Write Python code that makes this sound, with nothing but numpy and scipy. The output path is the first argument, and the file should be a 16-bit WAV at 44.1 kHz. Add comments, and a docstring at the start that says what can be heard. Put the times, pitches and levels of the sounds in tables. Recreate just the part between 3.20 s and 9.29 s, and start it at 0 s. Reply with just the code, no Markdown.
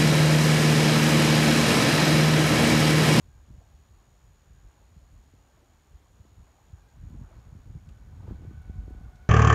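"""A breezy lake shore. From the start, gusts rumble and thump on the microphone, small waves wash in
with ringing bubbles, and a bush cricket trills by scraping its wings, all over a faint hiss of leaves.
Around the middle the cricket takes a few brief rests. In the second half the gusts grow stronger and
a few twigs tick. Last, a far, rough whine, only hinted at before, swells and sinks: perhaps a motor."""
import sys
import numpy as np
from scipy import signal
from scipy.io import wavfile
from scipy.ndimage import uniform_filter1d

SR = 44100
rng = np.random.default_rng(int(sys.argv[2]) if len(sys.argv) > 2 else 0)


def generate_wav(sig):
    """Save sig (samples, or channels by samples) to the path in sys.argv[1] as 16-bit PCM at SR."""
    pcm = np.round(np.clip(np.atleast_2d(sig).T, -1, 1) * 32767).astype(np.int16)
    wavfile.write(sys.argv[1], SR, pcm)


N = 268569
TIME = np.arange(N) / SR

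# Table levels are set ahead of each layer's level_db trim.
# the breeze between gusts: (time [s], rumble level [dB], flutter level [dB])
BREEZE = [(0, -56.5, -71), (1.2, -61.5, -73), (2.0, -57, -74.5), (2.5, -63.5, -81), (3.4, -60.5, -79),
          (4.3, -52.5, -65), (6.09, -59, -69)]
# gusts at the microphone: (start [s], length [s], rumble level [dB], flutter relative to rumble [dB])
GUSTS = [(0.054, 0.18, -52, -27), (0.287, 0.091, -49, -5.5), (0.431, 0.2, -53, -13),
         (0.674, 0.15, -54.5, -29), (0.987, 0.12, -58, -15), (1.278, 0.23, -53.5, -12),
         (1.816, 0.19, -54.5, -11), (2.712, 0.05, -50, -27), (2.883, 0.33, -58, -9),
         (3.157, 0.08, -50, -15.5), (3.503, 0.078, -50.5, -17), (3.763, 0.13, -45, -11),
         (3.898, 0.14, -43.5, -3), (4.04, 0.38, -51, -8.5), (4.462, 0.19, -46, -6),
         (4.66, 0.059, -47.5, -5), (4.799, 0.16, -42.5, -9), (4.971, 0.36, -42.5, -5),
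         (5.342, 0.086, -44.5, -14), (5.452, 0.42, -42.5, -10.5), (5.906, .2, -53, -13.5)]
# single eddies; large ones thump low, small ones slap higher: (time [s], level [dB], pitch [Hz])
EDDIES = [(0.06, -52, 267), (0.299, -35, 81.5), (0.304, -44, 225), (0.319, -40, 50.7), (0.377, -37, 93),
          (1.439, -36, 55), (1.763, -39.5, 144), (1.766, -42, 62), (2.136, -47, 242), (2.138, -46, 74),
          (2.736, -44.5, 49.4), (2.991, -51, 160), (2.999, -40, 79), (3.05, -48.5, 295), (3.186, -38, 66),
          (3.528, -35.5, 77), (3.833, -34.5, 98), (3.903, -46, 210), (3.941, -38.5, 235), (3.951, -36, 230),
          (3.964, -36, 56), (3.993, -35.5, 203), (4.01, -33, 141), (4.322, -35.5, 114), (4.35, -39, 174),
          (4.55, -28, 127), (4.691, -32.5, 61), (4.998, -33, 101), (5.079, -35, 330), (5.103, -25, 75.5),
          (5.108, -28.5, 307), (5.12, -28, 198), (5.22, -40.5, 325), (5.249, -38, 290),
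          (5.274, -28.5, 90.5), (5.309, -36.5, 218), (5.489, -29, 58.4), (5.495, -30.5, 170),
          (5.578, -23, 63), (5.673, -31.5, 97), (5.679, -35, 320), (5.706, -35, 233), (5.711, -31.5, 59),
          (5.747, -40, 225), (5.753, -32, 57), (5.807, -37.5, 157), (5.868, -33, 54)]
# tone colour of the large eddies: (frequency [Hz], relative density [dB])
RUMBLE_SPECTRUM = [(20, -31), (32, -16.5), (48, 2.5), (68, 1.5), (105, -7), (160, -23), (260, -40.5),
                   (500, -61)]
# tone colour of the small eddies: (frequency [Hz], relative density [dB])
FLUTTER_SPECTRUM = [(80, -0.5), (125, 6.5), (175, -1), (250, -5.5), (360, -24), (520, -24), (900, -34.5),
                    (1600, -35), (3000, -50)]
# small waves, about one a second: (crest time [s], level [dB], swell time [s])
WAVES = [(0.39, -77, 0.093), (1.56, -72.5, 0.054), (2.38, -75.5, 0.17), (3.35, -74.5, .09),
         (4.12, -69, .12), (5.08, -64.5, 0.047), (5.72, -70.5, 0.71)]
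# tone colour of the wash: (frequency [Hz], relative density [dB])
WASH_SPECTRUM = [(150, -2.5), (330, 3), (480, -1), (700, 1.5), (1000, -0.5), (1500, -6), (2200, -13.5),
                 (4000, -21.5), (8000, -33)]
# the clearest bubbles in the waves: (time [s], level [dB], pitch [Hz])
BUBBLES = [(0.404, -62, 510), (0.415, -56.5, 670), (0.455, -63.5, 820), (1.58, -60.5, 960),
           (2.372, -59.5, 630), (2.424, -61, 330), (3.274, -65, 590), (3.383, -59.5, 740),
           (4.047, -58, 1290), (4.111, -54, 600), (4.127, -59, 1197), (4.134, -58, 910), (5.002, -56, 860),
           (5.069, -52, 886)]
# the cricket's trill: (time [s], level [dB], pitch [Hz], rise per half stroke cycle [Hz])
TRILL = [(0, -76, 6850, 400), (1.2, -74.5, 6840, 420), (2.7, -76.5, 6860, 380), (3.5, -74, 6840, 320),
         (3.9, -75.5, 6825, 119), (6.09, -82, 6760, 80)]
# the cricket's rests: (start [s], end [s])
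RESTS = [(2.41, 2.435), (2.808, 2.835), (3.632, 3.675), (3.77, 3.797)]
# the far whine: (time [s], pitch [Hz], level [dB], overtone boost [dB])
WHINE = [(3.3, 794, -99, 6), (3.95, 756.5, -83, 4), (4.5, 750, -82, 0.5), (4.8, 753, -77, 2.5),
         (5.1, 749, -81, 5), (5.35, 750.5, -71.5, 4.5), (5.7, 741.4, -65.5, -5), (6.0, 731.6, -67.5, -1.5),
         (6.09, 745, -66.5, 2)]
# its first three partials, ahead of the boost: (level [dB])
WHINE_PARTIALS_DB = [-1, 0.5, -9]
# its brief, higher swells: (centre time [s], level [dB])
WHINE_SWELLS = [(0.15, -79.5), (1.36, -81), (3.64, -78)]
# twig snaps: (time [s], peak level [dB], brightness [Hz])
TWIG_SNAPS = [(3.897, -66, 14500), (4.196, -62, 5170), (4.69, -56.5, 3360), (4.690, -56.5, 8000),
              (5.42, -64, 11950), (5.70, -64, 12020), (5.956, -60, 6040)]
# tone colour of the leaves: (frequency [Hz], relative density [dB])
LEAF_SPECTRUM = [(100, 17.5), (500, 3.5), (1500, 0), (3000, -2), (4500, -3.5), (6200, -5), (7500, -13),
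                 (9000, -9), (12000, -11), (16000, -17.5)]
# hollows in the microphone port's response: (frequency [Hz], width [Hz], depth [0-1])
PORT_NOTCHES = [(4890, 330, 0.4), (10440, 310, 0.9)]


def wind(ceiling_db=-26, puff_db=3.5, puff_hz=20):
    """Turbulence hits the microphone in puffs and single buffets; the biggest swings are soft-clipped."""
    large, small = airflow()
    puffs = rms_one(from_db(puff_db * np.clip(drift(puff_hz), -2, 1.3)))
    pressure = puffs * (large * rumble() + small * flutter()) + buffets()
    ceiling = from_db(ceiling_db)
    return ceiling * np.tanh(pressure / ceiling)


def airflow(attack_s=0.028, release_s=0.041):
    """Envelopes of the large and small eddies: each gust rises, holds and dies away over the breeze."""
    large_power, small_power = from_db(in_time(BREEZE)) ** 2
    for start, length, rumble_db, flutter_db in GUSTS:
        attack = np.clip((TIME - start) / attack_s + .5, 0, 1)
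        release = np.clip((start + length - TIME) / release_s + .5, 0, 1)
        gust = from_db(rumble_db) * attack * release
        large_power += gust ** 2
        small_power += (gust * from_db(flutter_db)) ** 2
    return np.sqrt(large_power), np.sqrt(small_power)


def rumble():
    """Large eddies press on the microphone port: the low body of the wind."""
    _, bands = noise_bands(RUMBLE_SPECTRUM)
    return even(bands.sum(0), seconds=0.04)


def flutter(level_db=-0.5, lumpy_db=2.0, eddy_hz=35):
    """Small eddies come in lumps, the smallest most of all."""
    centres, bands = noise_bands(FLUTTER_SPECTRUM)
    smallness = np.clip(np.log2(centres / 70) / 2, 0, 1)[:, None]
    lumps = (bands * from_db(smallness * lumpy_db * drift(eddy_hz))).sum(0)
    return from_db(level_db) * even(lumps, seconds=0.12)


def buffets(level_db=-2.0, swell_cycles=0.61, edge=0.023):
    """Each passing eddy gives a thump: a short, lopsided swing of pressure."""
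    out = np.zeros(N)
    for (s, db, hz), (turn, wobble) in zip(EDDIES, rng.random((len(EDDIES), 2))):
        start = int(s * SR)
        cycles = TIME[:min(SR // 8, N - start)] * hz
        age = cycles / swell_cycles
        envelope = age ** 2 * np.exp(2 * (1 - age))
        phase = 2 * np.pi * (turn + cycles) + np.sin(np.pi * cycles + 2 * np.pi * wobble) / 2
        swing = np.sin(phase) + edge * np.sin(2 * phase)
        out[start:start + len(age)] += from_db(db + level_db) * envelope * swing
    return out


def waves(level_db=4.5, ripple_db=-75.5, splash_db=1.84, splash_hz=12, drain_ratio=1.2):
    """Each small wave swells and drains over a bed of ripples; each band splashes a little on its own."""
    power = from_db(ripple_db) ** 2
    for crest, wash_db, swell_s in WAVES:
        from_crest = np.maximum(crest - TIME, (TIME - crest) / drain_ratio) / swell_s
        power = power + from_db(wash_db) ** 2 * np.exp(-from_crest)
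    _, bands = noise_bands(WASH_SPECTRUM)
    wash = sum(noise * from_db(splash_db * drift(splash_hz)) for noise in bands)
    return from_db(level_db) * np.sqrt(power) * wash


def bubbles(level_db=-1, swell_cycles=2.2, rise_per_cycle=0.011):
    """A trapped bubble rings for a few cycles, bending up in pitch as it nears the surface."""
    out = np.zeros(N)
    for s, db, hz in BUBBLES:
        start = int(s * SR)
        cycles = TIME[:min(SR // 12, N - start)] * hz
        age = cycles / swell_cycles
        envelope = age * np.exp(1 - age)
        ring = np.sin(2 * np.pi * cycles * (1 + rise_per_cycle * cycles / 2))
        out[start:start + len(age)] += from_db(db + level_db) * envelope * ring
    return out


def cricket(level_db=-1.04, strokes_per_s=80.5, stroke_width=0.12, hitch_chance=0.054, waver_hz=40):
    """Every wing stroke draws a file over a scraper: a short, rising tone. 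At times the wings hitch."""
    beats = np.arange(int(N / SR * strokes_per_s) + 2)
    hitches = rng.random(len(beats)) < hitch_chance
    lag = .45 * np.cumsum(hitches)  # each hitch drags the rhythm by nearly half a stroke
    starts = (beats + lag + rng.normal(0, .02, len(beats))) / strokes_per_s
    place = np.interp(TIME, starts, beats) % 1 - .5  # zero at mid-stroke
    stroke = np.exp(-.5 * (place / stroke_width) ** 2)
    resting = sum((TIME > start) & (TIME < end) for start, end in RESTS)
    gate = uniform_filter1d(1. - resting, size=600)
    trill_db, pitch, rise = in_time(TRILL)
    hz = pitch + 2 * rise * place + waver_hz * drift(155)
    tone = np.sin(2 * np.pi * np.cumsum(hz) / SR)
    foliage_scatter = from_db(-14) * rms_one(band(rng.standard_normal(N), 6650, 7000))
    gain = from_db(trill_db + level_db + 0.05 * drift(25))
    return gain * gate * (rms_one(stroke * tone) + foliage_scatter)


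def whine(level_db=-2.5, swell_hz=802, swell_s=0.056):
    """A far whine drifts in briefly a few times, then stays, sinking in pitch and growing duller."""
    pitch, whine_db, overtones_db = in_time(WHINE)
    held = from_db(whine_db) * far_tone(pitch, overtones_db)
    swells = sum(from_db(db) * np.exp(-.5 * ((TIME - s) / swell_s) ** 2) for s, db in WHINE_SWELLS)
    return from_db(level_db) * (held + swells * far_tone(swell_hz, overtones_db=4))


def far_tone(pitch, overtones_db, jitter=0.012, jitter_hz=50, scatter=0.5, scatter_hz=22):
    """An unsteady tone arrives by many shifting paths, so each partial flutters on its own."""
    phase = 2 * np.pi * np.cumsum(pitch * (1 + jitter * drift(jitter_hz))) / SR
    tone = np.zeros(N)
    for k, db in enumerate(WHINE_PARTIALS_DB, 1):
        paths = 1 + scatter * (drift(scatter_hz * k) + 1j * drift(scatter_hz * k))
        partial = even(np.real(paths * np.exp(1j * k * phase)), seconds=0.14)
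        tone += from_db(db + overtones_db * (k > 1)) * partial
    return tone


def twigs(t60_s=0.039):
    """Twigs give tiny dry snaps, each a fast-dying burst of band-passed noise."""
    out = np.zeros(N)
    age = TIME[:SR // 10]
    for s, peak_db, hz in TWIG_SNAPS:
        burst = rng.standard_normal(len(age)) * from_db(-60 * age / t60_s)
        snap = band(burst, hz * 0.51, hz * 1.12)
        start = int(s * SR)
        out[start:start + len(age)] += (from_db(peak_db) * snap / abs(snap).max())[:N - start]
    return out


def leaves(level_db=-68.5):
    """Far leaves blend into a smooth bed of hiss."""
    _, bands = noise_bands(LEAF_SPECTRUM)
    return from_db(level_db) * bands.sum(0)


def noise_bands(spectrum):
    """Centres and signals of half-octave noise bands, shaped to a spectrum and summing to rms 1."""
    freqs, levels = np.transpose(spectrum)
    edges = 20 * 2 ** np.arange(0, 10.1, .5)
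    edges = edges[(edges > freqs[0] / 2) & (edges < freqs[-1] * 2)]
    centres = np.sqrt(edges[1:] * edges[:-1])
    bands = np.array([band(rng.standard_normal(N + SR // 2), low, high)[-N:]
                      for low, high in zip(edges, edges[1:])])
    bands *= from_db(np.interp(np.log(centres), np.log(freqs), levels))[:, None]
    return centres, bands / bands.sum(0).std()


def drift(rate_hz):
    """Smooth random modulation at rms 1, drawn every 40 samples."""
    pole = np.exp(-2 * np.pi * rate_hz * 40 / SR)
    noise = rng.standard_normal(N // 40 + 2002)
    slow = signal.lfilter([1], [1, -2 * pole, pole * pole], noise)[2000:]
    return np.interp(np.arange(N) / 40, np.arange(len(slow)), rms_one(slow))


def band(x, low, high):
    """Butterworth band-pass, edges in Hz."""
    return signal.sosfilt(signal.butter(2, [low, min(high, SR / 2.1)], "band", fs=SR, output="sos"), x)


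def even(x, seconds):
    """Ride the gain to hold the running rms near 1."""
    return x / np.sqrt(uniform_filter1d(x ** 2, int(seconds * SR) + 1) + 1e-12)


def in_time(rows):
    """One automation curve for each column after the time."""
    times, *columns = np.transpose(rows)
    return [np.interp(TIME, times, column) for column in columns]


def rms_one(x):
    """Scale to rms 1."""
    return x / np.sqrt(np.mean(x ** 2) + 1e-20)


def from_db(db):
    """Decibels to gain."""
    return 10 ** (np.asarray(db) / 20)


def scene():
    """All layers mixed in mono at one microphone."""
    return (wind() + waves() + bubbles() + leaves() + cricket() + whine() + twigs())[None]


def record(dry, low_cut_hz=32, high_cut_hz=15700):
    """The microphone port hollows two treble bands; the deepest bass and the top are cut."""
    for hz, width_hz, depth in PORT_NOTCHES:
        dry = dry - depth * signal.lfilter(*signal.iirpeak(hz, hz / width_hz, fs=SR), dry)
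    dry = signal.sosfilt(signal.butter(4, low_cut_hz, "high", fs=SR, output="sos"), dry)
    return signal.sosfilt(signal.ellip(12, .1, 70, high_cut_hz, fs=SR, output="sos"), dry)


dry = scene()
out = record(dry)
generate_wav(out)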